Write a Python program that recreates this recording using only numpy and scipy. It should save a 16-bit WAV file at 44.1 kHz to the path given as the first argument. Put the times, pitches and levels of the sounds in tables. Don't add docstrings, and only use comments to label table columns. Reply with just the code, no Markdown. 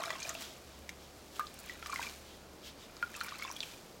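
import sys
import numpy as np
from scipy import signal
from scipy.fft import rfft, irfft
from scipy.io import wavfile

SR = 44100
rng = np.random.default_rng(int(sys.argv[2]) if len(sys.argv) > 2 else 0)


def bounce(signal):
    frames = np.transpose(np.atleast_2d(signal))
    limited = np.clip(frames, -1, 1)
    pcm = np.round(limited * 32767).astype(np.int16)
    wavfile.write(sys.argv[1], SR, pcm)


N = 176400
TIME = np.arange(N) / SR


def from_db(db):
    return 10 ** (np.asarray(db) / 20)


def rms_one(x):
    return x / np.sqrt(np.mean(x ** 2) + 1e-20)


def level(curve):
    return from_db(np.interp(TIME, *np.transpose(curve)))


def at_hz(points, hz):
    pitches, db = np.transpose(points)
    return from_db(np.interp(np.log(hz + 1e-9), np.log(pitches), db))


def colour(x, spectrum):
    hz = np.arange(N // 2 + 1) * SR / N
    return rms_one(irfft(rfft(x) * at_hz(spectrum, hz) * (hz > 20), N))


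def band(x, edges_hz):
    capped_hz = np.minimum(edges_hz, [8000, 16000])
    return signal.sosfilt(signal.butter(2, capped_hz, "band", fs=SR, output="sos"), x)


def decay(t, fade_s):
    return np.exp(-np.log(1000) * t / fade_s)


def ring(x, hz, fade_s):
    shrink = from_db(-60 / (fade_s * SR))
    turn = 2 * np.pi * hz / SR
    return signal.lfilter([0, np.sin(turn)], [1, -2 * shrink * np.cos(turn), shrink ** 2], x + 1e-18)


def grains(per_s, spread_db):
    sizes = from_db(spread_db * np.minimum(rng.exponential(1, N), 4))
    return sizes * rng.choice([-1, 1], N) * (rng.random(N) < per_s / SR)


def room_tone():
    # pitch_hz, level_db
    noise_spectrum = [(25, -22), (60, -5.5), (100, -7.5), (180, -4.5), (380, -5.5), (620, -7.5), (960, -13),
                      (1790, -19.5), (2800, -21), (4800, -20), (7700, -25.5), (8600, -27.5), (16000, -31)]
    # pitch_hz, level_db
    hum_tones = [(35.4, -72), (70.8, -67.5)]
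    # time_s, level_db
    hum_swell = [(0, -5), (.6, -0.5), (2, 6), (2.8, -0.5), (4, -2.5)]
    waver_times = np.linspace(0, TIME[-1], 16)
    hum = 0
    for hz, db in hum_tones:
        tone = np.sqrt(2) * np.sin(2 * np.pi * (hz * TIME + rng.random()))
        waver = np.interp(TIME, waver_times, rng.standard_normal(len(waver_times)))
        hum += from_db(db) * tone * (1 + 0.41 * waver)
    return level(hum_swell) * hum + from_db(-55) * colour(rng.standard_normal(N), noise_spectrum)


def echoes(x, delay_s, fade_s):
    t = TIME[:SR // 2]
    tail = rng.standard_normal(len(t)) * decay(t, fade_s) * (t > delay_s)
    echoed = signal.fftconvolve(x, tail / np.linalg.norm(tail))[:N]
    return signal.sosfilt(signal.butter(1, 9000, fs=SR, output="sos"), echoed)


def pot(x):
    # pitch_hz, level_db, fade_s
    air_notes = [(673, 3, 0.15), (1203, 0, 0.41), (1394, -11, 0.27), (2392, 2.5, 0.025),
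                 (2600, -2.5, 0.062), (2907, 1, 0.16), (3950, -15, 0.18), (6700, 1.5, 0.051)]
    out = 0
    for hz, db, fade_s in air_notes:
        width_hz = np.log(1000) / (np.pi * fade_s)
        out += from_db(db) * signal.lfilter(*signal.iirpeak(hz, hz / width_hz, fs=SR), x)
    return out


def glove_rubs():
    # peak_s, half_length_s, level_db
    rubs = [(0.427, 0.076, -50), (0.733, 0.052, -62.5), (1.034, 0.03, -59.5), (1.362, 0.0053, -51),
            (1.697, 0.045, -55.5), (2.312, 0.063, -58.5), (2.671, 0.025, -49), (2.823, 0.029, -56.5),
            (3.688, 0.06, -55.5)]
    # pitch_hz, level_db
    rub_spectrum = [(800, -10), (2300, -5.5), (3300, 4), (4200, -1), (7500, -7), (9000, -14), (15500, -16)]
    strokes = sum(from_db(db) * np.exp(-.5 * ((TIME - peak_s) / half_s) ** 2)
                  for peak_s, half_s, db in rubs)
    return strokes * colour(rng.standard_normal(N), rub_spectrum)


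def glove_crackle():
    # time_s, level_db
    crackle_curve = [(0, -64), (.3, -65), (.55, -71), (1.3, -88), (1.58, -58), (1.8, -64.5), (2.12, -66),
                     (2.35, -77), (3.05, -69.5), (3.25, -51.5), (3.34, -68.5), (3.62, -62), (4, -84)]
    # start_s, level_db
    snap_list = [(0.2728, -44), (0.342, -40), (0.405, -42), (0.8914, -44), (1.3943, -38), (1.541, -43.5),
                 (1.9405, -40), (2.159, -49), (3.188, -46), (3.242, -36), (3.384, -40.5), (3.524, -41)]
    # pitch_hz, level_db
    peel_spectrum = [(2000, -25), (5000, 5.5), (8000, 5.5), (12000, 6), (15500, 4)]
    clicks = grains(per_s=54, spread_db=4)
    crackle = signal.fftconvolve(clicks, decay(TIME[:SR // 10], fade_s=0.017))[:N]
    snaps = sum(from_db(db - 4.5) * (TIME >= start_s) * decay(np.abs(TIME - start_s), fade_s=0.034)
                for start_s, db in snap_list)
    peeling = level(crackle_curve) * rms_one(crackle) + snaps
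    return peeling * colour(rng.standard_normal(N), peel_spectrum)


def wool_fizz():
    # time_s, level_db
    squeeze_curve = [(0, -52.5), (.2, -57), (.29, -49), (.37, -70), (.415, -45), (.47, -57), (.56, -63),
                     (.85, -65.5), (1.3, -62), (1.37, -52), (1.44, -60), (1.8, -61.5), (2.03, -48.5),
                     (2.17, -56), (2.45, -79), (3.1, -62), (3.24, -55), (3.35, -60), (3.55, -60.5),
                     (3.64, -54.5), (3.8, -59.5), (4, -67)]
    # pitch_hz, level_db
    fizz_spectrum = [(300, -11.5), (700, -2), (1500, -2), (3000, -2.5), (5000, -3), (7500, -4.5),
                     (9000, -8.5), (15500, -13)]
    crackle = rms_one(grains(per_s=2200, spread_db=4))
    hiss = from_db(-5) * rng.standard_normal(N)
    return level(squeeze_curve) * colour(crackle + hiss, fizz_spectrum)


def spits():
    # start_s, pitch_hz, level_db, fade_s
    bursts = [(.2015, 6900, -43, 0.059), (.2285, 5300, -35.5, .035), (0.2931, 6840, -33.5, 0.022),
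              (1.469, 4170, -39.5, 0.017), (1.861, 5800, -42.5, 0.035), (1.9, 6700, -41, 0.021),
              (1.943, 5040, -43, 0.045), (2.0, 6360, -47, 0.035), (2.026, 6700, -45, 0.035),
              (2.088, 5300, -40, 0.016), (2.967, 5000, -42, 0.011), (3.1632, 6840, -37.5, 0.012),
              (3.289, 4650, -44.5, .04), (3.4943, 5400, -39, .005), (3.6045, 3750, -23, 0.012)]
    width_octaves = 0.56
    t = TIME[:SR // 5]
    out = np.zeros(N + SR)
    for start_s, hz, db, fade_s in bursts:
        edges_hz = hz * 2 ** (width_octaves * np.array([-.5, .5]))
        spray = rms_one(band(rng.standard_normal(len(t)), edges_hz))
        start = int(start_s * SR)
        out[start:start + len(t)] += from_db(db) * decay(t, fade_s) * spray
    return out[:N]


def bubble_cloud(sizes, per_s, spread_db, ring_cycles, pitch_count=48):
    births = grains(per_s, spread_db)
    pitch_choice = rng.integers(0, pitch_count, N)
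    pitches = np.geomspace(sizes[0][0], sizes[-1][0], pitch_count)
    rings = sum(at_hz(sizes, hz) * ring(births * (pitch_choice == k), hz, ring_cycles / hz)
                for k, hz in enumerate(pitches))
    rumble_cut = signal.butter(2, pitches[0] * 2 / 3, "high", fs=SR, output="sos")
    return rms_one(signal.sosfilt(rumble_cut, rings))


def trickle():
    # time_s, level_db
    trickle_curve = [(0, -45.5), (.13, -51.5), (.3, -49.5), (.4, -64), (.55, -64.5), (1.3, -79), (1.6, -60),
                     (1.8, -57.5), (1.92, -55), (2.04, -47), (2.17, -65.5), (2.4, -67.5), (3.08, -63),
                     (3.2, -50.5), (3.35, -52.5), (3.47, -49), (3.58, -59), (3.66, -58.5), (3.8, -69),
                     (4, -86)]
    # pitch_hz, level_db
    small_sizes = [(920, -9), (1250, -0.5), (1750, -3.5), (2500, -0.5), (3300, -.5), (4500, 2),
                   (7600, -0.5)]
    # time_s, level_db
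    gush_curve = [(0, -44), (.06, -52), (.12, -44.5), (.2, -69), (.29, -49.5), (.36, -66), (.44, -58),
                  (.6, -75), (.8, -84)]
    # pitch_hz, level_db
    large_sizes = [(620, -1), (680, 11), (820, -30), (1200, 3), (2000, -12)]
    small = bubble_cloud(small_sizes, per_s=1100, spread_db=3.5, ring_cycles=44)
    large = bubble_cloud(large_sizes, per_s=640, spread_db=2, ring_cycles=16.5)
    return level(trickle_curve) * small + level(gush_curve) * large


def drops():
    # start_s, pitch_hz, bubble_level_db, bubble_fade_s, tick_level_db
    landings = [(.001, 673, -32, 0.028, -42), (0.02, 1100, -32.5, 0.046, -40),
                (0.0366, 1283, -23, 0.015, -37.5), (.037, 2170, -27.5, 0.0088, -38),
                (0.057, 3880, -36, 0.018, -50), (0.081, 1240, -34, 0.01, -49),
                (0.1041, 1945, -30.5, 0.044, -31.5), (0.105, 1130, -30, 0.023, -45),
                (0.1288, 3460, -33.5, 0.011, -58), (0.154, 1060, -40, 0.051, -39),
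                (0.221, 2430, -39, 0.032, -52), (0.25, 2442, -39, 0.047, -53),
                (.2746, 636, -40, 0.029, -48), (0.2924, 6750, -31, 0.018, -43),
                (0.296, 1890, -30, 0.011, -43), (.3511, 675, -35, 0.023, -50),
                (.3512, 2670, -34, .015, -47), (0.892, 2090, -33, 0.019, -35.5),
                (1.395, 1232, -18.5, 0.019, -34), (1.3965, 1510, -30.5, 0.016, -46),
                (1.4054, 1200, -35.5, 0.17, -50), (1.4103, 1650, -35.5, 0.025, -50),
                (1.696, 1935, -33, 0.043, -45), (1.8262, 1344, -39.5, 0.055, -39.5),
                (1.86, 1190, -35, 0.03, -35.5), (1.8964, 1163, -33, 0.052, -52),
                (1.9245, 2300, -34.5, 0.016, -39), (1.9287, 1350, -27, 0.02, -47),
                (1.9324, 1088, -28.5, 0.037, -41), (1.9592, 2080, -26, 0.021, -37),
                (1.9885, 2018, -36, 0.043, -53), (1.9945, 955, -23.5, 0.017, -46),
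                (2.0152, 1570, -35.5, 0.054, -56), (2.028, 2530, -35.5, 0.021, -46),
                (2.0676, 2330, -36.5, 0.025, -44), (3.0266, 1412, -23, 0.057, -36.5),
                (3.1417, 1760, -31.5, 0.0094, -47), (3.1503, 2590, -40.5, 0.032, -48),
                (3.1718, 1170, -44, 0.082, -58), (3.2062, 4200, -30, 0.013, -50),
                (3.2112, 1374, -24.5, 0.018, -33.5), (3.2624, 1140, -40.5, .032, -43),
                (3.284, 1460, -35.5, 0.039, -40.5), (3.3219, 1156, -31.5, 0.025, -56),
                (3.4227, 2206, -34.5, 0.058, -40.5), (3.441, 3490, -38, 0.035, -55),
                (3.4495, 1035, -30, 0.022, -45), (3.4772, 2640, -40, 0.03, -52),
                (3.5014, 1020, -28.5, 0.016, -57), (3.5138, 5750, -30, 0.0094, -53),
                (3.5644, 3310, -32, 0.017, -51), (3.629, 3200, -30, 0.016, -46),
                (3.633, 2600, -26, 0.0067, -44)]
    pitch_rise, swell_cycles = 0.039, 0.75
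    t = TIME[:SR // 5]
    out = np.zeros(N + SR)
    for start_s, hz, bubble_db, fade_s, tick_db in landings:
        cycles = hz * (t + pitch_rise * t * t / (2 * fade_s))
        swell = 1 - np.exp(-cycles / swell_cycles)
        bubble = from_db(bubble_db) * swell * decay(t, fade_s) * np.sin(2 * np.pi * cycles)
        impact = from_db(tick_db) * decay(t, fade_s=0.019) * rng.choice([-1, 1], len(t))
        tick = 2 * band(impact, [0.6 * hz, 2.85 * hz])
        spray = from_db(-14) * impact
        start = int(start_s * SR)
        out[start:start + len(t)] += bubble + tick + spray
    return from_db(0.5) * out[:N]


def scene():
    water = drops() + trickle() + spits()
    pot_walls = from_db(-10) * echoes(water, delay_s=0.006, fade_s=0.032)
    near = water + pot(water) + pot_walls + wool_fizz() + glove_rubs() + glove_crackle()
    room = from_db(-12) * echoes(near, delay_s=0.0067, fade_s=0.27)
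    return (near + room + room_tone())[None]


def record(dry):
    return signal.sosfilt(signal.ellip(10, .1, 80, 16000, fs=SR, output="sos"), dry)


dry = scene()
out = record(dry)
bounce(out)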